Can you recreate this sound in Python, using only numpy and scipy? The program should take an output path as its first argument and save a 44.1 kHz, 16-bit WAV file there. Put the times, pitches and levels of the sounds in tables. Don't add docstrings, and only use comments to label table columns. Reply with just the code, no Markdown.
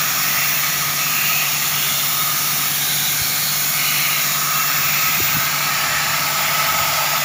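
import sys
import numpy as np
from scipy import signal
from scipy.fft import rfft, irfft
from scipy.io import wavfile
from scipy.ndimage import uniform_filter1d

SR = 44100
rng = np.random.default_rng(int(sys.argv[2]) if len(sys.argv) > 2 else 0)


def int16_out(signal):
    q = np.round(np.clip(np.atleast_2d(signal).T, -1, 1) * 32767)
    wavfile.write(sys.argv[1], SR, q.astype(np.int16))


N = 319284
TIME_S = np.arange(N) / SR
FRAME_S = np.arange(N // 512 + 6) * 512 / SR
BIN_HZ = np.fft.rfftfreq(2048, 1 / SR)
PUMP_SHAFT_HZ, MOTOR_SHAFT_HZ = 45.47, 48.9


def jet(height, slant, echo):
    hollow_db = 6.5 * np.sin(np.pi * slant) ** 2 * peak(15000 - 4600 * slant, width_hz=1450)
    patchy_db = 1.5 * patches(frames=13, bins=7)
    spray = (hiss(slant) + mist(height) + sizzle()) * echo * gain_of(patchy_db - hollow_db) ** 2
    flutter_db = 1.2 * patches(frames=4, bins=70) * peak(15800, width_hz=1400)
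    strokes = 1 + 0.035 * np.sin(2 * np.pi * 3 * PUMP_SHAFT_HZ * TIME_S)
    return noise(spray * gain_of(flutter_db) ** 2) * strokes * gain_of(0.12 * wander(rate_hz=40))


# freq_hz, relative_db
HISS_SPECTRUM = [(300, -24.5), (900, -14), (2000, -4), (2700, -7), (3100, -0.5), (3800, -1), (5000, -0.5),
                 (5700, 0), (6280, -6), (6680, .5), (7100, 0), (7500, -3), (8050, -15), (16000, -31)]
# centre_hz, width_hz, gain_db
FIN_CHANNELS = [(2550, 150, -5), (3110, 150, -4.5), (3440, 240, 1), (4350, 330, 2), (4860, 360, -4.5),
                (5900, 590, 3), (6100, 330, 2), (6580, 240, 3.5), (8000, 400, -1.5)]
def hiss(slant):
    channels_db = slant * sum(db * peak(hz, width_hz) for hz, width_hz, db in FIN_CHANNELS)
    return power(colour(HISS_SPECTRUM) * gain_of(channels_db), db=-24)


# freq_hz, relative_db
MIST_SPECTRUM = [(5000, -17.5), (7400, -24), (8050, -14), (8650, -2.5), (9500, -0.5), (10200, 1),
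                 (11000, 3.5), (12500, 1), (14000, 1.5), (16000, -6)]
def mist(height):
    return power(colour(MIST_SPECTRUM), db=-24.5 - 6.5 * height)


# freq_hz, relative_db
SIZZLE_SPECTRUM = [(8000, -34), (11500, -31), (13200, -7), (13900, -10), (14300, -1), (14620, 4),
                   (15000, 3), (15450, -1), (16000, -23)]
# time_s, relative_db
SIZZLE_ENVELOPE = [(0.0, -26), (0.55, -23), (0.95, -29), (1.3, -24.6), (1.6, -28), (2.25, -25),
                   (2.7, -28.5), (3.9, -25.7), (4.3, -26.7), (5.2, -22), (5.55, -24), (5.95, -30),
                   (6.4, -27.5), (7.24, -29.5)]
def sizzle():
    envelope_db, = follow(SIZZLE_ENVELOPE)
    return power(colour(SIZZLE_SPECTRUM), db=envelope_db + 1.4)


def core(height, slant, echo):
    patchy_db = 1.9 * patches(frames=7, bins=6)
    fins = (splatter(height) + whistles(height)) * echo * gain_of(patchy_db) ** 2
    return noise(drumming(slant) + ring(height) + fins) * gain_of(0.35 * wander(rate_hz=14))


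# centre_hz, width_hz, square_relative_db, slanted_relative_db
DRUM_MODES = [(647, 78, -5, -1.5), (672, 45, 1, -18), (770, 47, -15, -2.5), (817, 48, 0, -6),
              (878, 60, 1.5, -2), (980, 180, -10, -5)]
def drumming(slant):
    blended = [(hz, width_hz, square_db + slant * (slanted_db - square_db))
               for hz, width_hz, square_db, slanted_db in DRUM_MODES]
    return power(modes(blended), db=-27 - 14 * slant ** 0.67)


# pitch_ratio, width_hz, relative_db
RING_MODES = [(.868, 45, -10.5), (.925, 75, -9.5), (1, 52, 0)]
# centre_s, half_length_s, lift_db
RING_FLARES = [(1.13, 0.15, 2.5), (2.22, 0.18, 6), (2.58, 0.15, 4.5), (4.1, 0.27, 3.5), (4.5, 0.13, 5.5)]
def ring(height):
    pitch_hz = 1247 + 36 * height
    shape = modes([(ratio * pitch_hz, width_hz, db) for ratio, width_hz, db in RING_MODES])
    damping_db = 10 * np.exp(-height / 0.041)
    return power(shape, db=-36.5 + 11 * height - damping_db + swells(RING_FLARES))


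# freq_hz, relative_db
SPLATTER_SPECTRUM = [(300, -27.5), (700, -10.5), (1030, -21), (1120, -6.5), (1400, -3.5), (1560, -0.5),
                     (1750, -2.5), (2050, 0.5), (2300, 1.5), (2700, -1), (3050, -10), (4500, -29),
                     (8000, -43)]
def splatter(height):
    return power(colour(SPLATTER_SPECTRUM), db=-30 + 5 * height)


# start_s, end_s, midway_pitch_hz, level_db
FIN_WHISTLES = [(0.093, .7, 2020, -30.5), (.2, .65, 2650, -31.5), (0.965, 1.6, 2670, -26),
                (1.5, 2.054, 2760, -31.5), (1.72, 2.1, 3460, -32), (2.785, 3.153, 3710, -27.5),
                (2.9, 3.35, 1470, -37.5), (3.15, 3.6, 4270, -30.5), (3.695, 4.332, 2180, -31),
                (3.7, 4.31, 2390, -30), (3.75, 4.263, 2850, -29), (3.78, 4.4, 4020, -30),
                (4.4, 5.0, 1730, -34), (4.68, 5.247, 2370, -27.5), (5.65, 6.25, 1820, -29)]
def whistles(height):
    sag_octaves = 0.41
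    total = 0
    for start_s, end_s, pitch_hz, level_db in FIN_WHISTLES:
        progress = np.clip((FRAME_S - start_s) / (end_s - start_s), 0, 1)[:, None]
        climb = height - np.interp((start_s + end_s) / 2, FRAME_S, height[:, 0])
        shape = peak(pitch_hz * 2 ** (-sag_octaves * climb), width_hz=0.1 * pitch_hz)
        total = total + power(shape, level_db) * abs(np.sin(np.pi * progress))
    return total


def reflection(height):
    delay_ms = 1.245 + height
    scattering = 1 / (1 + (BIN_HZ / 7000) ** 2)
    strength = 0.15 * (1 - height) * scattering
    comb = abs(1 + strength * np.exp(-2j * np.pi * BIN_HZ * delay_ms / 1000))
    ripple_db = 1.5 * patches(frames=65, bins=3)
    return (comb * gain_of(ripple_db)) ** 2


# shaft_order, rms_db
PUMP_LINES = [(3, -49), (6, -54), (9, -65), (15, -50), (16, -46.5), (17, -49.5), (18, -67), (19, -51.5)]
# shaft_order, rms_db
MOTOR_LINES = [(3, -38.5), (10 / 3, -46.5), (4, -51.5), (5, -59.5), (9, -68)]
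def hum(shaft_hz, lines, waver_db):
    turns = np.cumsum(shaft_hz * (1 + 0.00059 * wander(rate_hz=1.5))) / SR
    tones = sum(gain_of(db) * np.sin(2 * np.pi * (order * turns + rng.random())) for order, db in lines)
    return np.sqrt(2) * tones * gain_of(waver_db * wander(rate_hz=6.4))


# centre_s, pitch_hz, half_length_s, peak_db
BUMP_PULSES = [(3.218, 80, .007, -23.5), (5.185, 167, 0.0087, -25), (5.204, 367, .0035, -18.5),
               (5.219, 105, 0.0076, -21.5), (5.352, 140, 0.008, -26), (5.370, 179, 0.0028, -14.5),
               (5.384, 140, 0.0097, -23)]
def bumps():
    total = 0
    for centre_s, pitch_hz, half_length_s, peak_db in BUMP_PULSES:
        offset_s = TIME_S - centre_s
        envelope = gain_of(peak_db) * np.exp(-(offset_s / half_length_s) ** 2)
        total = total + envelope * np.cos(2 * np.pi * pitch_hz * offset_s)
    return total


# freq_hz, relative_db
RUMBLE_SPECTRUM = [(20, -32), (42, -27), (60, -10), (88, -3.5), (160, -0.5), (205, 0), (270, -2),
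                   (310, -6.5), (375, -5), (480, -12.5), (700, -19.5), (2000, -27)]
# centre_s, half_length_s, lift_db
BASS_SWELLS = [(3.25, 0.08, 16), (4.35, 0.47, -8), (4.87, 0.064, 13), (5.32, .12, 14), (5.95, .18, 10),
               (6.82, 0.14, 12)]
def rumble():
    bass_weight = 1 / (1 + (BIN_HZ / 120) ** 4)
    lift_db = swells(BASS_SWELLS) + 2.5 * patches(frames=14, bins=12)
    return noise(power(colour(RUMBLE_SPECTRUM), db=-40) * gain_of(lift_db * bass_weight) ** 2)


def gain_of(db):
    return 10 ** (np.asarray(db) / 20)


def unit_rms(x):
    return x / np.sqrt(np.mean(x ** 2) + 1e-20)


def follow(rows):
    time_s, *columns = np.transpose(rows)
    return [np.interp(FRAME_S, time_s, column)[:, None] for column in columns]


def swells(rows):
    return sum(db * np.exp(-((FRAME_S[:, None] - centre_s) / half_length_s) ** 2)
               for centre_s, half_length_s, db in rows)


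def colour(points):
    hz, db = np.transpose(points)
    return gain_of(np.interp(np.log(BIN_HZ + 1), np.log(hz), db))


def peak(hz, width_hz):
    return 1 / (1 + ((BIN_HZ - hz) / (0.77 * width_hz)) ** 2)


def modes(rows):
    return np.sqrt(sum((gain_of(db) * peak(hz, width_hz)) ** 2 for hz, width_hz, db in rows))


def power(shape, db):
    return shape ** 2 / (np.sum(shape ** 2, axis=-1, keepdims=True) + 1e-20) * gain_of(db) ** 2


def patches(frames, bins):
    white = rng.standard_normal((len(FRAME_S), len(BIN_HZ)))
    return unit_rms(uniform_filter1d(uniform_filter1d(white, frames, axis=0), bins, axis=1))


def wander(rate_hz):
    hz = np.fft.rfftfreq(N, 1 / SR)
    return unit_rms(irfft(rfft(rng.standard_normal(N)) / (1 + (hz / rate_hz) ** 4), N))


def noise(bin_power):
    white = rng.standard_normal(N + 4096)
    spectra = signal.stft(white, nperseg=2048, noverlap=1536)[2][:, :len(FRAME_S)]
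    shaped = spectra * np.sqrt(bin_power * len(BIN_HZ)).T
    return signal.istft(shaped, nperseg=2048, noverlap=1536)[1][:N]


# time_s, height_fraction (0 = foot), slant_fraction (0 = square on)
NOZZLE_SWEEP = [(0, 0.7, 0.9), (.4, 0.43, 0.9), (1.2, 0.44, 0.9), (2.0, 0.15, 0.9), (3.1, 0.03, 1),
                (3.7, 0.12, 1), (4.2, 0.26, .95), (4.75, 0.71, 0.78), (5.3, 0.67, 0.58), (5.7, 0.86, .3),
                (6.1, 0.84, 0.18), (6.65, 1, 0.04), (7.24, 0.87, 0)]
def scene():
    height, slant = np.clip(follow(NOZZLE_SWEEP), 0, 1)
    echo = reflection(height)
    pump = hum(PUMP_SHAFT_HZ, PUMP_LINES, waver_db=-0.2)
    motor = hum(MOTOR_SHAFT_HZ, MOTOR_LINES, waver_db=1.1)
    mono = jet(height, slant, echo) + core(height, slant, echo) + pump + motor + rumble() + bumps()
    return np.array([mono, mono])


def record(dry):
    low_cut_hz, high_cut_hz = 42, 15600
    highpass = signal.butter(3, low_cut_hz, "highpass", fs=SR, output="sos")
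    lowpass = signal.firwin(701, high_cut_hz, window=("kaiser", 9), fs=SR)
    return signal.oaconvolve(signal.sosfilt(highpass, dry), lowpass[None], "same")


dry = scene()
out = record(dry)
int16_out(out)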